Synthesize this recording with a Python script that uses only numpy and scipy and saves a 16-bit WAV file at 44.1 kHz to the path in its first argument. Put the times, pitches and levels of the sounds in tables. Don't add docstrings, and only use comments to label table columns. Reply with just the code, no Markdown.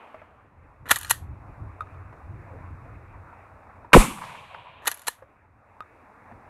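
import sys
import numpy as np
from scipy import signal
from scipy.fft import rfft, irfft
from scipy.io import wavfile
from scipy.ndimage import uniform_filter1d, minimum_filter1d

SR = 44100
rng = np.random.default_rng(int(sys.argv[2]) if len(sys.argv) > 2 else 0)


def unload_wav(signal):
    wavfile.write(
        sys.argv[1],
        SR,
        np.round(np.clip(np.atleast_2d(signal).T, -1, 1) * 32767).astype(np.int16),
    )


N = 286209

SHOT_S = 3.9318
# freq_hz, relative_level_db
CRACK_SPECTRUM = [(50, -6), (100, -1), (200, -3.5), (450, 0), (700, -6), (1000, -1), (1600, -2.5),
                  (2600, -1), (3300, -6.5), (4200, -13.5), (5200, -19), (8000, -19.5), (12000, -20.5),
                  (15500, -37.5)]
SWING_HZ, SWING_SLOWING_S, SWING_DB, SWING_HOLD_S, SWING_RELEASE_T60_S = 1896, .023, -2.3, .043, .02
STALL_S, STALL_HALF_S, STALL_RATE = .0248, .0052, .24
HEAVE_START_HZ, HEAVE_END_HZ, HEAVE_SLOWING_S = 70, 24, .009

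# freq_hz, relative_level_db
SCATTER_SPECTRUM = [(40, -10), (100, -3.5), (220, -3.5), (400, -9.5), (650, -14), (950, -3.5), (1200, -5.5),
                    (1600, -16.5), (2350, -9.5), (3300, -16.5), (5000, -25), (8000, -17), (11000, -19),
                    (13200, -28), (15500, -47.5)]
# start_s, level_db, length_s (fall to 1/e)
ECHO_SLAPS = [(3.988, -25, .025), (4.173, -44, 0.018), (4.184, -30.5, 0.006), (4.214, -35.5, 0.019),
              (4.233, -34, 0.015), (4.291, -41.5, .015), (4.35, -41, 0.0088), (4.544, -33.5, 0.011)]
# freq_hz, relative_level_db
ECHO_SPECTRUM = [(200, -21), (600, -9.5), (1000, 11.5), (1600, -1), (2500, -8), (3800, -22), (8000, -50)]

# freq_hz, relative_level_db
ROLL_SPECTRUM = [(35, -55), (60, -21), (130, -4), (225, -18), (255, -38), (413, -16.5), (628, -2.5),
                 (758, -6), (1020, 3), (1280, -12), (1950, -12.5), (2400, -6.5), (3890, -18.5), (4900, -25),
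                 (9000, -33), (11700, -62), (19800, -120)]
ROLL_DELAY_S, ROLL_ATTACK_S, ROLL_HOLD_S = .25, .07, .72
ROLL_LEVEL_DB, ROLL_SPREADING, ROLL_RELEASE_T60_S = -41.8, 1.03, .95

# rear_stop_s, throw_s (shell out), lock_s (forward), stop_level_db,
# slide_level_db (rubbing and rattle), lock_tilt_db_per_octave (extra treble)
RACKINGS = [(.914, 0.9589, 1.1099, -3.3, -2, 1.5), (4.877, 4.915, 5.082, -9.3, -12, -.7)]
# offset_s, relative_level_db, tilt_db_per_octave
REAR_STOP_CONTACTS = [(-.02, -22, -1), (-.0115, -21, -1), (-.0056, -8, 0), (-.0026, -4, 0.5), (0, 0, 0),
                      (.0036, -8.5, -2), (.012, -24, -4)]
# offset_s, relative_level_db, tilt_db_per_octave
EJECT_CONTACTS = [(0, -14.5, 2), (.007, -21.5, -0.5), (.028, -26, 7.5)]
# offset_s, relative_level_db, tilt_db_per_octave
LOCK_CONTACTS = [(-.0125, -19, 2), (-.0095, -14.5, 2), (-.0036, -8.5, .5), (0, -5.2, .5), (.004, -18, -2)]
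SLACK_S, PULL_S, TURN_S = .057, .026, .018
SLACK_DB, SLACK_TILT_DB, PULL_DB, PUSH_DB = -42, -8, -37.5, -45.5
RATTLE_DB, RATTLE_TILT_DB, RATTLE_SCATTER_DB, RATTLE_TILT_SCATTER_DB = -28, 1.5, 1, 3.5
RATTLE_FROM, RATTLE_TO = .355, .615
# freq_hz, relative_level_db
STEEL_SPECTRUM = [(88, -55), (150, -27), (681, -11.5), (930, -5), (1540, -3.5), (1870, 0.5), (2180, -16),
                  (2980, -9), (4140, -11.5), (5230, -19.5), (6110, -13.5), (8660, -14), (9730, -16),
                  (11400, -8), (15500, -37)]
# freq_hz, relative_level_db, t60_s
GUN_RING_MODES = [(958, -3, 0.029), (1210, -3.5, .03), (1396, -3.5, .03), (1722, -3, .022),
                  (1899, -1.5, 0.031), (2410, -8, 0.024), (2980, -7, .025), (3780, -11, .025),
                  (4142, -6, 0.026), (6240, -14, .02), (7020, -8.5, 0.02427), (8580, -8, .02),
                  (10500, -9, 0.02), (10950, -4, .025), (11600, -6.5, .03), (11870, -7.5, 0.0209)]

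# start_s, level_db
SHELL_LANDINGS = [(1.807, -25), (1.8204, -35.5), (1.872, -50.5), (1.945, -51), (5.806, -31), (5.823, -42.5)]
# freq_hz, relative_level_db, t60_s
HULL_RING_MODES = [(950, -16, .027), (1246, 3, 0.054), (1454, -3, 0.018), (2470, -15, 0.018),
                   (3670, -23, 0.039)]
# freq_hz, relative_level_db
TICK_SPECTRUM = [(150, -16), (400, -13), (1100, 3.5), (2200, -9), (4000, -24), (12000, -23.5), (15000, -38)]

# start_s, level_db, pitch_hz, t60_s
HANDLING_KNOCKS = [(.143, -34.5, 637, 0.074), (.216, -36.5, 633, 0.046), (2.126, -36, 1006, 0.02),
                   (3.327, -40, 940, 0.058), (3.846, -37.5, 943, 0.05), (3.92, -30, 980, 0.034),
                   (5.184, -44, 1107, 0.029), (5.222, -37.5, 533, 0.059), (6.255, -42.5, 925, .04),
                   (6.313, -39, 707, 0.047), (6.32, -39, 231, 0.082)]
# freq_hz, relative_level_db
THUD_SPECTRUM = [(150, -10), (600, -0.5), (1200, 1.5), (2400, -13), (3200, -30), (8000, -45.5)]

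# peak_s, level_db, half_length_s (fall to 1/e)
WIND_GUSTS = [(.65, -57.5, .25), (1.42, -43.5, .47), (2.68, -43, .6), (3.75, -60, .2), (6.42, -58, 0.18)]
BREEZE_DB = -63
# freq_hz, relative_level_db
WIND_SPECTRUM = [(12, -46), (20, -16), (73, -2), (91, 2.5), (110, -3), (150, -12), (216, -21), (307, -18.5),
                 (400, -26.5), (520, -54.5), (880, -120)]
# freq_hz, relative_level_db
RUSH_SPECTRUM = [(120, -37.5), (200, -6), (304, -5), (352, -10), (462, -5), (842, -2), (1090, -2.5),
                 (1230, -4), (1650, -10.5), (2560, -16.5), (3070, -38), (3750, -34.5), (4330, -39),
                 (9660, -41), (15500, -49)]
# start_s, end_s, depth_db
RUSH_DUCKS = [(0.285, 1.33, -7), (3.95, 5.727, -8)]
RUSH_LEVEL_DB, DUCK_EDGE_S = -51.5, .13
# freq_hz, relative_level_db
HISS_SPECTRUM = [(300, -40), (700, -10), (1500, -6), (2400, 0.5), (3000, -5), (3700, -17.5), (4500, -23),
                 (5500, -52), (12000, -65.5)]
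TOP_HZ = 15750


def blast(crack_db=-6.5, crack_t60=.095, heave_db=-3.0):
    scatter, heave_s, heave_length_s, ceiling = .36, .045, .028, .92
    t = clock(.4)
    stall = STALL_RATE ** np.exp(-((t - STALL_S) / STALL_HALF_S) ** 4)
    swing_hz = SWING_HZ * np.exp(-t / SWING_SLOWING_S) * stall * np.exp(scatter * walk(t, 1500))
    swing_level = undb(SWING_DB) * fade(np.maximum(t - SWING_HOLD_S, 0), SWING_RELEASE_T60_S)
    swings = -np.sin(2 * np.pi * np.cumsum(swing_hz) / SR) * swing_level
    crack = noise(t, CRACK_SPECTRUM) * undb(crack_db) * fade(t, crack_t60)
    late = np.maximum(t - heave_s, 0)
    heave_hz = HEAVE_END_HZ + (HEAVE_START_HZ - HEAVE_END_HZ) * np.exp(-late / HEAVE_SLOWING_S)
    heave_wave = -np.sin(2 * np.pi * np.cumsum(heave_hz * (late > 0)) / SR)
    heave = heave_wave * np.exp(-(late / heave_length_s) ** 2) * undb(heave_db)
    pressure = swings + crack + heave
    gain = minimum_filter1d(ceiling / np.maximum(np.abs(pressure), ceiling), size=41)
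    return pressure * uniform_filter1d(gain, size=41)


def field(near_db=-21, hold_s=0.074, near_t60=0.26, far_db=-29.5, far_t60=.92):
    out, t = np.zeros(N), clock(1.2)
    near = undb(near_db) * fade(np.maximum(t - hold_s, 0), near_t60)
    far = undb(far_db) * fade(t, far_t60)
    hiss = waver(noise(t, SCATTER_SPECTRUM), 60, 3.5)
    add(out, SHOT_S, hiss * (near + far))
    t = clock(0.17)
    for start, db, length in ECHO_SLAPS:
        add(out, start, noise(t, ECHO_SPECTRUM) * undb(db) * np.exp(-(t / length) ** 2))
    return out


def roll(treble_hz=4200, treble_db=16, treble_t60=1.3):
    t = clock(2)
    sound = waver(noise(t, ROLL_SPECTRUM), 35, 3.5)
    dull = signal.sosfiltfilt(signal.butter(6, treble_hz, fs=SR, output="sos"), sound)
    treble = (sound - dull) * undb(treble_db) * fade(t, treble_t60)
    since = t - ROLL_DELAY_S
    attack = np.clip(since / ROLL_ATTACK_S, 0, 1)
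    spreading = np.maximum(t / (ROLL_DELAY_S + ROLL_ATTACK_S), 1) ** -ROLL_SPREADING
    release = fade(np.maximum(since - ROLL_HOLD_S, 0), ROLL_RELEASE_T60_S)
    return (dull + treble) * undb(ROLL_LEVEL_DB) * attack * spreading * release


def boom(boom_db=-30.7, boom_t60=0.93, start_hz=310, end_hz=125, sink_s=0.18, width_hz=110):
    t = clock(1.5)
    hz = end_hz + (start_hz - end_hz) * np.exp(-t / sink_s)
    phase = 2 * np.pi * np.cumsum(hz) / SR
    rumble = walk(t, width_hz) * np.sin(phase) + walk(t, width_hz) * np.cos(phase)
    return rumble * undb(boom_db) * fade(t, boom_t60)


def action(clack_db=-2, contact_t60=0.017, tick_db=8, grass_db=-17, grass_t60=.21, grass_tilt_db=1.4):
    out = np.zeros(N)
    for rear, throw, lock, stop_db, slide_db, lock_tilt_db in RACKINGS:
        t = clock(.1)
        for start, db, tilt_db in contacts(rear, throw, lock, stop_db, slide_db, lock_tilt_db):
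            chatter = rng.standard_normal(len(t)) * fade(t, contact_t60)
            chatter[0] += undb(tick_db)
            add(out, start, undb(clack_db + db) * gun_body(chatter, tilt_db))
        t = clock(0.41)
        for start, end, db, tilt_db in strokes(rear, throw, lock):
            grit = unit(rng.standard_normal(len(t)) * undb(4 * walk(t, 600)))
            rubbing = grit * (t < end - start)
            add(out, start, undb(slide_db + db) * gun_body(rubbing, tilt_db))
    t = clock(0.41)
    decay = fade(t, grass_t60) ** 2
    energy = np.abs(signal.fftconvolve(out ** 2, decay / decay.sum())[:N])
    wash = np.sqrt(energy) * colour(rng.standard_normal(N), STEEL_SPECTRUM, grass_tilt_db)
    return out + undb(grass_db) * wash


def contacts(rear, throw, lock, stop_db, slide_db, lock_tilt_db):
    moments = [(rear, REAR_STOP_CONTACTS, 0), (throw, EJECT_CONTACTS, 0), (lock, LOCK_CONTACTS, lock_tilt_db)]
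    rows = []
    for moment, pattern, extra_db in moments:
        for offset, db, tilt_db in pattern:
            rows.append((moment + offset, stop_db + db, tilt_db + extra_db))
    chance = rng.standard_normal(size=(3, 3))
    shares = np.linspace(RATTLE_FROM, RATTLE_TO, len(chance))
    for share, (early, strong, bright) in zip(shares, chance):
        start = throw + share * (lock - throw) - 0.0034 * early
        db = slide_db + RATTLE_DB + RATTLE_SCATTER_DB * strong
        rows.append((start, db, RATTLE_TILT_DB + RATTLE_TILT_SCATTER_DB * bright))
    return rows


def strokes(rear, throw, lock):
    pull, turn = rear - PULL_S, throw + TURN_S
    return [(rear - SLACK_S, pull, SLACK_DB, SLACK_TILT_DB), (pull, turn, PULL_DB, 0), (turn, lock, PUSH_DB, 0)]


def gun_body(force, tilt_db=0, ring_db=-2, spread_db=1.0, lowest_hz=260):
    modes = ring(clock(.08), GUN_RING_MODES, spread_db, tilt_db)
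    rung = signal.fftconvolve(force, modes / np.linalg.norm(modes))[:len(force)]
    sound = colour(force, STEEL_SPECTRUM, tilt_db) + undb(ring_db) * rung
    return signal.sosfilt(signal.butter(3, lowest_hz, "high", fs=SR, output="sos"), sound)


def ring(t, modes, spread_db=0, tilt_db=0):
    hz, db, t60 = np.transpose(modes)[:, :, None]
    shares = undb(db + tilt_db * np.log2(hz / hz[0]) + spread_db * rng.standard_normal(hz.shape))
    signs = rng.choice([-1, 1], hz.shape)
    return np.sum(shares * signs * np.sin(2 * np.pi * hz * t) * fade(t, t60), axis=0)


def shells(tick_db=-13, tick_t60=0.015):
    out, t = np.zeros(N), clock(0.092)
    for start, db in SHELL_LANDINGS:
        tick = undb(tick_db) * noise(t, TICK_SPECTRUM) * fade(t, tick_t60)
        add(out, start, undb(db) * (ring(t, HULL_RING_MODES) + tick))
    return out


def knocks(thud_db=-7, thud_t60=0.063):
    out, t = np.zeros(N), clock(.15)
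    push = np.minimum(t / .002, 1)
    for start, db, hz, t60 in HANDLING_KNOCKS:
        thud = undb(thud_db) * noise(t, THUD_SPECTRUM) * fade(t, thud_t60)
        resonance = np.sin(2 * np.pi * hz * t) * fade(t, t60)
        add(out, start, undb(db) * push * (resonance + thud))
    return out


def air(swell_db=1, buffet_db=3, hiss_db=-58, hiss_t60=1.4):
    t = np.arange(N) / SR
    rush = waver(noise(t, RUSH_SPECTRUM), 20, 3)
    duck_db = 0
    for start, end, db in RUSH_DUCKS:
        duck_db = duck_db + db * (np.tanh((t - start) / DUCK_EDGE_S) - np.tanh((t - end) / DUCK_EDGE_S)) / 2
    rush = rush * undb(RUSH_LEVEL_DB + duck_db + swell_db * walk(t, 7.3))
    flow = undb(BREEZE_DB)
    for peak, db, length in WIND_GUSTS:
        flow = flow + undb(db) * np.exp(-((t - peak) / length) ** 2)
    wind = noise(t, WIND_SPECTRUM) * flow * undb(buffet_db * walk(t, 18))
    hiss = noise(t, HISS_SPECTRUM) * undb(hiss_db) * fade(t, hiss_t60)
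    return rush + wind + hiss


def waver(x, rate, depth_db):
    t, out = np.arange(len(x)) / SR, 0
    for edge_hz in 200 * 2 ** (np.arange(9) / 2):
        band = signal.sosfiltfilt(signal.butter(6, edge_hz, fs=SR, output="sos"), x)
        x = x - band
        out = out + band * undb(depth_db * walk(t, rate))
    return unit(out + x)


def colour(x, points, tilt_db=0):
    size = 4096
    octave = np.log2(np.maximum(np.arange(size // 2 + 1), 1) * SR / size)
    hz, db = np.transpose(points)
    cepstrum = irfft(np.log(undb(np.interp(octave, np.log2(hz), db) + tilt_db * octave)))
    cepstrum[1:size // 2] *= 2
    cepstrum[size // 2 + 1:] = 0
    response = irfft(np.exp(rfft(cepstrum)))
    return signal.fftconvolve(x, response / np.linalg.norm(response))[:len(x)]


def noise(t, points):
    return unit(colour(rng.standard_normal(len(t)), points))


def walk(t, rate):
    return np.interp(t * rate, np.arange(len(t)), rng.standard_normal(len(t)))


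def fade(t, t60):
    return undb(-60 * t / t60)


def undb(db):
    return 10 ** (np.asarray(db) / 20)


def unit(x):
    return x / np.std(x)


def clock(seconds):
    return np.arange(int(seconds * SR)) / SR


def add(track, start, x):
    i = int(start * SR)
    track[i:i + len(x)] += x[:N - i]


def scene():
    out = action() + shells() + knocks() + field() + air()
    for part in (blast(), boom(), roll()):
        add(out, SHOT_S, part)
    return out[None]


def record(dry):
    top_cut = signal.ellip(12, .1, 80, TOP_HZ, fs=SR, output="sos")
    return signal.sosfilt(top_cut, np.clip(dry, -1, 1))


dry = scene()
out = record(dry)
unload_wav(out)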